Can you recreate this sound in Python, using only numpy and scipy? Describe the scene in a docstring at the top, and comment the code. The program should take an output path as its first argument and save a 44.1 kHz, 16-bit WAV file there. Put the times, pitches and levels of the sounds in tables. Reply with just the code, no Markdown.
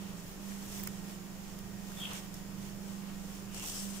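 """A dry crackle swells and fades, stroke after stroke, as fingers strip the barbs off a feather.
The barbs (its thin side branches) flick past the fingertips over the duller rub of skin.
A few barbs snap, and one short squeak rings in the quiet workroom. Behind it all,
two motor tones throb against each other over mains hum, rumble and hiss."""
import sys
import numpy as np
from scipy import signal
from scipy.fft import rfft, irfft
from scipy.io import wavfile

SR = 44100
rng = np.random.default_rng(int(sys.argv[2]) if len(sys.argv) > 2 else 0)


def master_out(mix):
    """Clip the mix to full scale and print it as 16-bit PCM to the path in sys.argv[1]."""
    frames = np.transpose(np.atleast_2d(mix))
    ceiling = np.clip(frames, -1, 1)
    pcm = np.round(ceiling * 32767).astype(np.int16)
    wavfile.write(sys.argv[1], SR, pcm)


N = 176400  # 4 seconds
CLICKS_PER_S, FIZZ_CLICKS_PER_S = 18000, 2900


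def strokes():
    """In each stroke barbs flick past the fingertips, skin rubs, and tiny hairs fizz as they part."""
    # finger strokes: (peak time [s], rise [s], fall [s], barb level [dB], skin level [dB],
    # fizz level [dB], left minus right [dB])
    finger_strokes = [(0.05, 0.12, 0.092, -62, -56.5, -70, 0), (0.19, .02, 0.03, -58.5, -68, -70, 0),
                      (0.31, 0.063, 0.04, -59, -61, -59.5, -3), (0.51, 0.071, 0.05, -54, -57, -60, 1.5),
                      (0.64, 0.069, 0.024, -55, -60, -60, 0.5),
                      (0.765, 0.085, 0.089, -49, -54.5, -52.5, -0.5),
                      (0.96, 0.044, 0.071, -57.5, -62, -74, -1), (1.11, 0.055, 0.039, -56.5, -57, -58, 0),
                      (1.50, 0.088, 0.053, -60.5, -62.5, -69, -5), (1.91, 0.074, 0.044, -57, -59, -61, -1),
                      (2.01, 0.048, 0.071, -52.5, -52.5, -55, 0),
                      (2.125, 0.04, 0.025, -52, -47.5, -58, -0.5),
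                      (2.168, 0.021, 0.028, -47, -49.5, -58, -2.5), (2.24, 0.026, 0.032, -59, -59, -60, 1),
                      (2.37, 0.034, 0.042, -59, -60, -61, -1), (2.67, 0.065, 0.042, -57, -58, -64, -3.5),
                      (2.92, 0.075, 0.064, -58, -62.5, -72, 4.5), (3.11, 0.089, 0.055, -70, -58, -66, 1),
                      (3.36, 0.12, 0.054, -56, -60.5, -63, -2), (3.565, 0.025, 0.071, -47.5, -63, -61, 1),
                      (3.64, 0.01, 0.011, -59, -54, -60, -4), (3.68, 0.045, 0.052, -42, -58, -48, 0),
                      (3.78, 0.061, 0.1, -44, -53.5, -52, 4), (3.903, .008, .014, -51, -71, -60, 3),
                      (3.955, 0.022, 0.047, -48.5, -56.5, -58, 4.5)]
    # tone of the bright barbs, dull skin and thin fizz: (frequency [Hz], relative level [dB])
    barb_spectrum = [(800, -10), (1800, -12), (2300, -26), (2800, -3), (3300, -1.5), (3900, -5),
                     (4600, -3.5), (5400, 2), (7000, 2.5), (8200, 1), (9500, -3), (11500, -8), (13500, -10),
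                     (14800, -5), (15600, -12)]
    skin_spectrum = [(200, -43), (500, -2.5), (1100, -1), (1700, -7), (2200, -3.5), (3200, -4), (4500, -9),
                     (9000, -64)]
    fizz_spectrum = [(5000, -26), (8000, -17), (9800, -2.5), (12000, 0), (13600, -2), (14800, 2),
                     (15600, -5.5)]
    t = np.arange(N) / SR
    barb_power, skin_power, fizz_power = 0, 0, 0
    for at, rise, fall, barb_db, skin_db, fizz_db, side_db in finger_strokes:
        swell = bell(t - at, np.where(t < at, rise, fall)) * pan(side_db)
        barb_power += (swell * undb(barb_db)) ** 2
        skin_power += (swell * undb(skin_db)) ** 2
        fizz_power += (swell * undb(fizz_db)) ** 2
    catch = undb(1.2 * wander(rate=400))  # all three catch unevenly, together
    barbs = colour(crackle(CLICKS_PER_S) * np.sqrt(barb_power) * catch, barb_spectrum)
    skin = colour(crackle(CLICKS_PER_S) * np.sqrt(skin_power) * catch, skin_spectrum)
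    fizz = colour(crackle(FIZZ_CLICKS_PER_S) * np.sqrt(fizz_power) * catch, fizz_spectrum)
    return barbs + skin + fizz


def feather_rings():
    """While the feather is pulled tight, the crackle of its barbs makes it ring."""
    # moments of ringing: (peak time [s], spread in time [s], pitch [Hz], width [Hz], level [dB])
    rings = [(0.875, 0.0054, 2080, 420, -47), (2.121, 0.0067, 1150, 250, -50),
             (3.61, 0.065, 2770, 450, -51.5), (3.645, 0.013, 940, 400, -52.5),
             (3.785, 0.03, 5370, 400, -47.5), (3.8, 0.03, 8000, 900, -51.5)]
    t = np.arange(N) / SR
    freqs = np.arange(N // 2 + 1) * SR / N
    sound = 0
    for at, spread, hz, width, db in rings:
        resonance = 1 / (1 + 1j * (freqs - hz) / width) ** 2  # passes a narrow band around the pitch
        ring = unit(irfft(rfft(crackle(CLICKS_PER_S)) * resonance, N))
        sound += ring * undb(db) * bell(t - at, spread)
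    return sound


def snaps():
    """A barb lets go: a small knock of the shaft, a broad crack and a very bright tick."""
    # snapping barbs: (time [s], decay [s], knock level [dB], crack level [dB], tick level [dB],
    # left minus right [dB])
    barb_snaps = [(0.2005, .0012, -60, -49, -62, -2), (0.5200, .0015, -43, -56, -60, -4),
                  (0.7515, .001, -55, -39, -52, -1), (0.796, 0.0022, -49, -48, -37, -5),
                  (0.8002, .0008, -42, -42, -38, -6), (0.8325, .004, -64, -52, -42, -6),
                  (0.8365, 0.0006, -51, -40, -26, -5), (0.8720, .0005, -55, -33, -33, -11),
                  (0.8737, 0.00039, -31.5, -28.5, -25, 0), (0.8755, 0.00073, -45, -33, -40, -12),
                  (1.589, 0.0029, -57, -45, -46, -8), (1.919, 0.0023, -45, -49, -66, -5),
                  (2.1339, .0025, -48, -37.5, -47, 0), (2.149, 0.00068, -53, -46, -50, -1),
                  (2.175, .002, -53, -47, -54, -3), (2.341, 0.007, -58, -43, -51, 0),
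                  (3.5457, 0.0028, -47, -38.5, -53, 6), (3.5783, 0.00091, -46, -40, -54, 5),
                  (3.5974, 0.00056, -41, -33, -58, -3), (3.674, .0008, -50, -43, -48, -1),
                  (3.767, 0.0018, -56, -41, -50, 3), (3.963, 0.001, -47, -43, -52, 1)]
    # tone of the three parts of a snap: (frequency [Hz], relative level [dB])
    knock_spectrum = [(400, -9), (1100, 7.5), (2100, 8), (3000, -12), (6000, -23)]
    crack_spectrum = [(2500, -27), (3800, -8.5), (5400, 5.5), (8000, -1.5), (11000, -1.5), (13500, -1),
                      (15500, -2)]
    tick_spectrum = [(4000, -46), (10000, -18), (13000, -10), (14200, 1), (14850, 11), (15500, 5)]
    rise_s = 0.00014
    t = np.arange(N) / SR
    knock, crack, tick = 0, 0, 0
    for at, decay, knock_db, crack_db, tick_db, side_db in barb_snaps:
        burst = np.exp(-np.abs(t - at) / np.where(t < at, rise_s, decay)) * pan(side_db)
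        knock += burst * undb(knock_db)
        crack += burst * undb(crack_db)
        tick += burst * undb(tick_db)
    sound = 0
    for level, spectrum in [(knock, knock_spectrum), (crack, crack_spectrum), (tick, tick_spectrum)]:
        noise = np.sign(rng.standard_normal((2, N)))
        sound += colour(level * noise, spectrum)
    return sound


def squeak():
    """A few barbs squeak together, clean at first, then rough and apart as their pitch falls."""
    # course of the squeak: (time [s], pitch [Hz], relative level [dB], wobble [share of pitch])
    glide = [(1.955, 3560, -67, 0.0065), (1.977, 3510, -47, 0.0084), (1.992, 3470, -49, .018),
             (2.003, 3260, -40.5, 0.033), (2.026, 3193, -38, 0.0394), (2.041, 3190, -34.5, 0.042),
             (2.056, 3060, -32, 0.053), (2.069, 3020, -47, 0.039), (2.085, 2960, -68, .04)]
    # the barbs that squeak: (pitch offset [multiples of the wobble], relative level [dB])
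    barbs = [(1.6, -3), (0.12, 1.5), (-1.6, -4.5)]
    pitch, level_db, wobble = curve(glide), curve(glide, column=2), curve(glide, column=3)
    t = np.arange(N) / SR
    voices = 0
    for offset, db in barbs:
        hz = pitch * (1 + wobble * (offset + wander(rate=304)))
        flutter_db = 5 * wander(rate=250)
        voices += np.sin(2 * np.pi * np.cumsum(hz) / SR) * undb(db + flutter_db)
    sounding = (t > glide[0][0]) & (t < glide[-1][0])
    direct = unit(voices) * undb(level_db) * sounding
    nearby_surfaces = undb(-6.5) * echoes(direct, fade_s=0.044)
    room_tail = undb(-7) * echoes(direct, fade_s=0.48)
    return undb(-10.5) * direct + nearby_surfaces + room_tail


def echoes(x, fade_s):
    """Dense echoes, different left and right, that die away by 60 dB in fade_s seconds."""
    tail = rng.standard_normal((2, N)) * np.exp(-np.log(1000) * np.arange(N) / SR / fade_s)
    return signal.fftconvolve(x[None], unit(tail) / np.sqrt(N), axes=1)[:, :N]


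def motors():
    """Two motor tones close in pitch throb together, among weaker hums from shafts and mains power."""
    # loudness of the upper and lower motor tone: (time [s], level [dB])
    upper_level = [(0, -44.5), (.23, -54), (.33, -53), (.49, -43.5), (.69, -54), (.82, -49.5), (3.55, -49),
                   (3.72, -56.5), (3.85, -43), (4, -48.5)]
    lower_level = [(0, -54.5), (.22, -53), (.33, -61), (.65, -72), (.85, -57.5), (1.15, -53), (3.6, -55.5),
                   (3.8, -61), (4, -62)]
    # weaker hums: (pitch [Hz], level [dB], left minus right [dB])
    hums = [(31.7, -59.5, -2), (117, -64.5, -5), (150, -66, -7), (292, -68, -1), (300, -71, -1),
            (350, -65, 0), (400, -69, 1), (1866, -74, -2)]
    motor_waver_db, hum_waver_db = 1.86, 2.5
    upper = tone(hz=197.3, db=curve(upper_level) + motor_waver_db * wander(rate=2.8))
    lower = tone(hz=174.8, db=curve(lower_level) + motor_waver_db * wander(rate=4.3))
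    hum = sum(tone(hz, db + hum_waver_db * wander(rate=2.0)) * pan(side_db) for hz, db, side_db in hums)
    return (upper + lower) * pan(-9.5) + hum


def room_noise():
    """The room has a low rumble, mostly shared by left and right, and a wide, smooth hiss."""
    # tone of the rumble and the hiss: (frequency [Hz], relative level [dB])
    rumble_spectrum = [(12, 4.5), (28, -3), (48, -9.5), (80, -1), (120, 0), (215, -2.5), (270, -7),
                       (400, -8), (700, -13.5), (1500, -21), (6000, -53)]
    hiss_spectrum = [(150, -2.5), (300, -5.5), (420, -10), (700, -8), (1150, -11.5), (2100, -15),
                     (2900, -14.5), (4100, -19), (5400, -14.5), (6100, -17), (7100, -13), (8200, -21.5),
                     (9200, -20), (12500, -21), (13800, -19.5), (14800, -17), (15600, -20.5)]
    air = rng.standard_normal(N) + undb(-12.5) * rng.standard_normal((2, N))
    rumble = colour(air, rumble_spectrum) * undb(-53) * pan(3.5)
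    hiss = colour(rng.standard_normal((2, N)), hiss_spectrum) * undb(-51)
    return rumble + hiss


def crackle(rate):
    """Tiny clicks of uneven size, about rate a second, separate for left and right."""
    hits = rng.random((2, N)) < rate / SR
    clicks = hits * rng.standard_normal((2, N))
    boost_db = 1.15 * np.minimum(rng.exponential(size=(2, N)), 2 * np.e)
    return unit(clicks * undb(boost_db))


def tone(hz, db):
    """A pure tone whose average (rms) level is db."""
    return np.sqrt(2) * undb(db) * np.sin(2 * np.pi * (hz * np.arange(N) / SR + rng.random()))


def wander(rate):
    """A smooth random drift of typical size 1 that changes about rate times a second."""
    freqs = np.arange(N // 2 + 1) * SR / N
    return unit(irfft(rfft(rng.standard_normal(N)) * np.exp(-(freqs / rate) ** 2), N))


def bell(offset, spread):
    """A smooth hump that peaks at 1 where offset is zero."""
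    return np.exp(-(offset / spread) ** 2 / 2)


def curve(rows, column=1):
    """One column of a table, joined by straight lines in time."""
    rows = np.array(rows)
    return np.interp(np.arange(N) / SR, rows[:, 0], rows[:, column])


def response(points):
    """Fill in a table of (frequency [Hz], level [dB]) for every frequency."""
    hz, db = np.array(points).T
    return np.interp(np.log(np.arange(N // 2 + 1) * SR / N + 1), np.log(hz), db)


def colour(x, spectrum):
    """Shape the tone of x; white noise keeps its overall power."""
    return irfft(rfft(x) * unit(undb(response(spectrum))), N)


def pan(db):
    """Left and right gains that make the left side louder by db."""
    return undb(np.array([[db], [-db]]) / 2)


def undb(db):
    """Turn decibels into a gain."""
    return 10 ** (np.asarray(db) / 20)


def unit(x):
    """Scale to an average (rms) size of 1."""
    return x / np.sqrt(np.mean(x ** 2))


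def scene():
    """The feather in front, the room behind."""
    return strokes() + feather_rings() + snaps() + squeak() + motors() + room_noise()


def record(dry):
    """A nearby phone's two microphone openings each colour the sound; the highest treble is cut."""
    # how the two openings differ: (frequency [Hz], left minus right [dB])
    openings = [(300, -2), (1500, -1.5), (3000, -0.5), (4500, -0.5), (5400, -3), (6700, -5), (7400, -0.5),
                (8200, 12), (9300, -1), (11000, 3), (13500, -4.5), (14800, -1), (15600, -6)]
    side_gains = undb(np.array([[1], [-1]]) * response(openings) / 2)
    coloured = irfft(rfft(dry) * side_gains, N)
    top_hz = 15550
    treble_cut = signal.ellip(10, .2, 80, top_hz, fs=SR, output="sos")
    return signal.sosfilt(treble_cut, coloured)


dry = scene()
out = record(dry)
master_out(out)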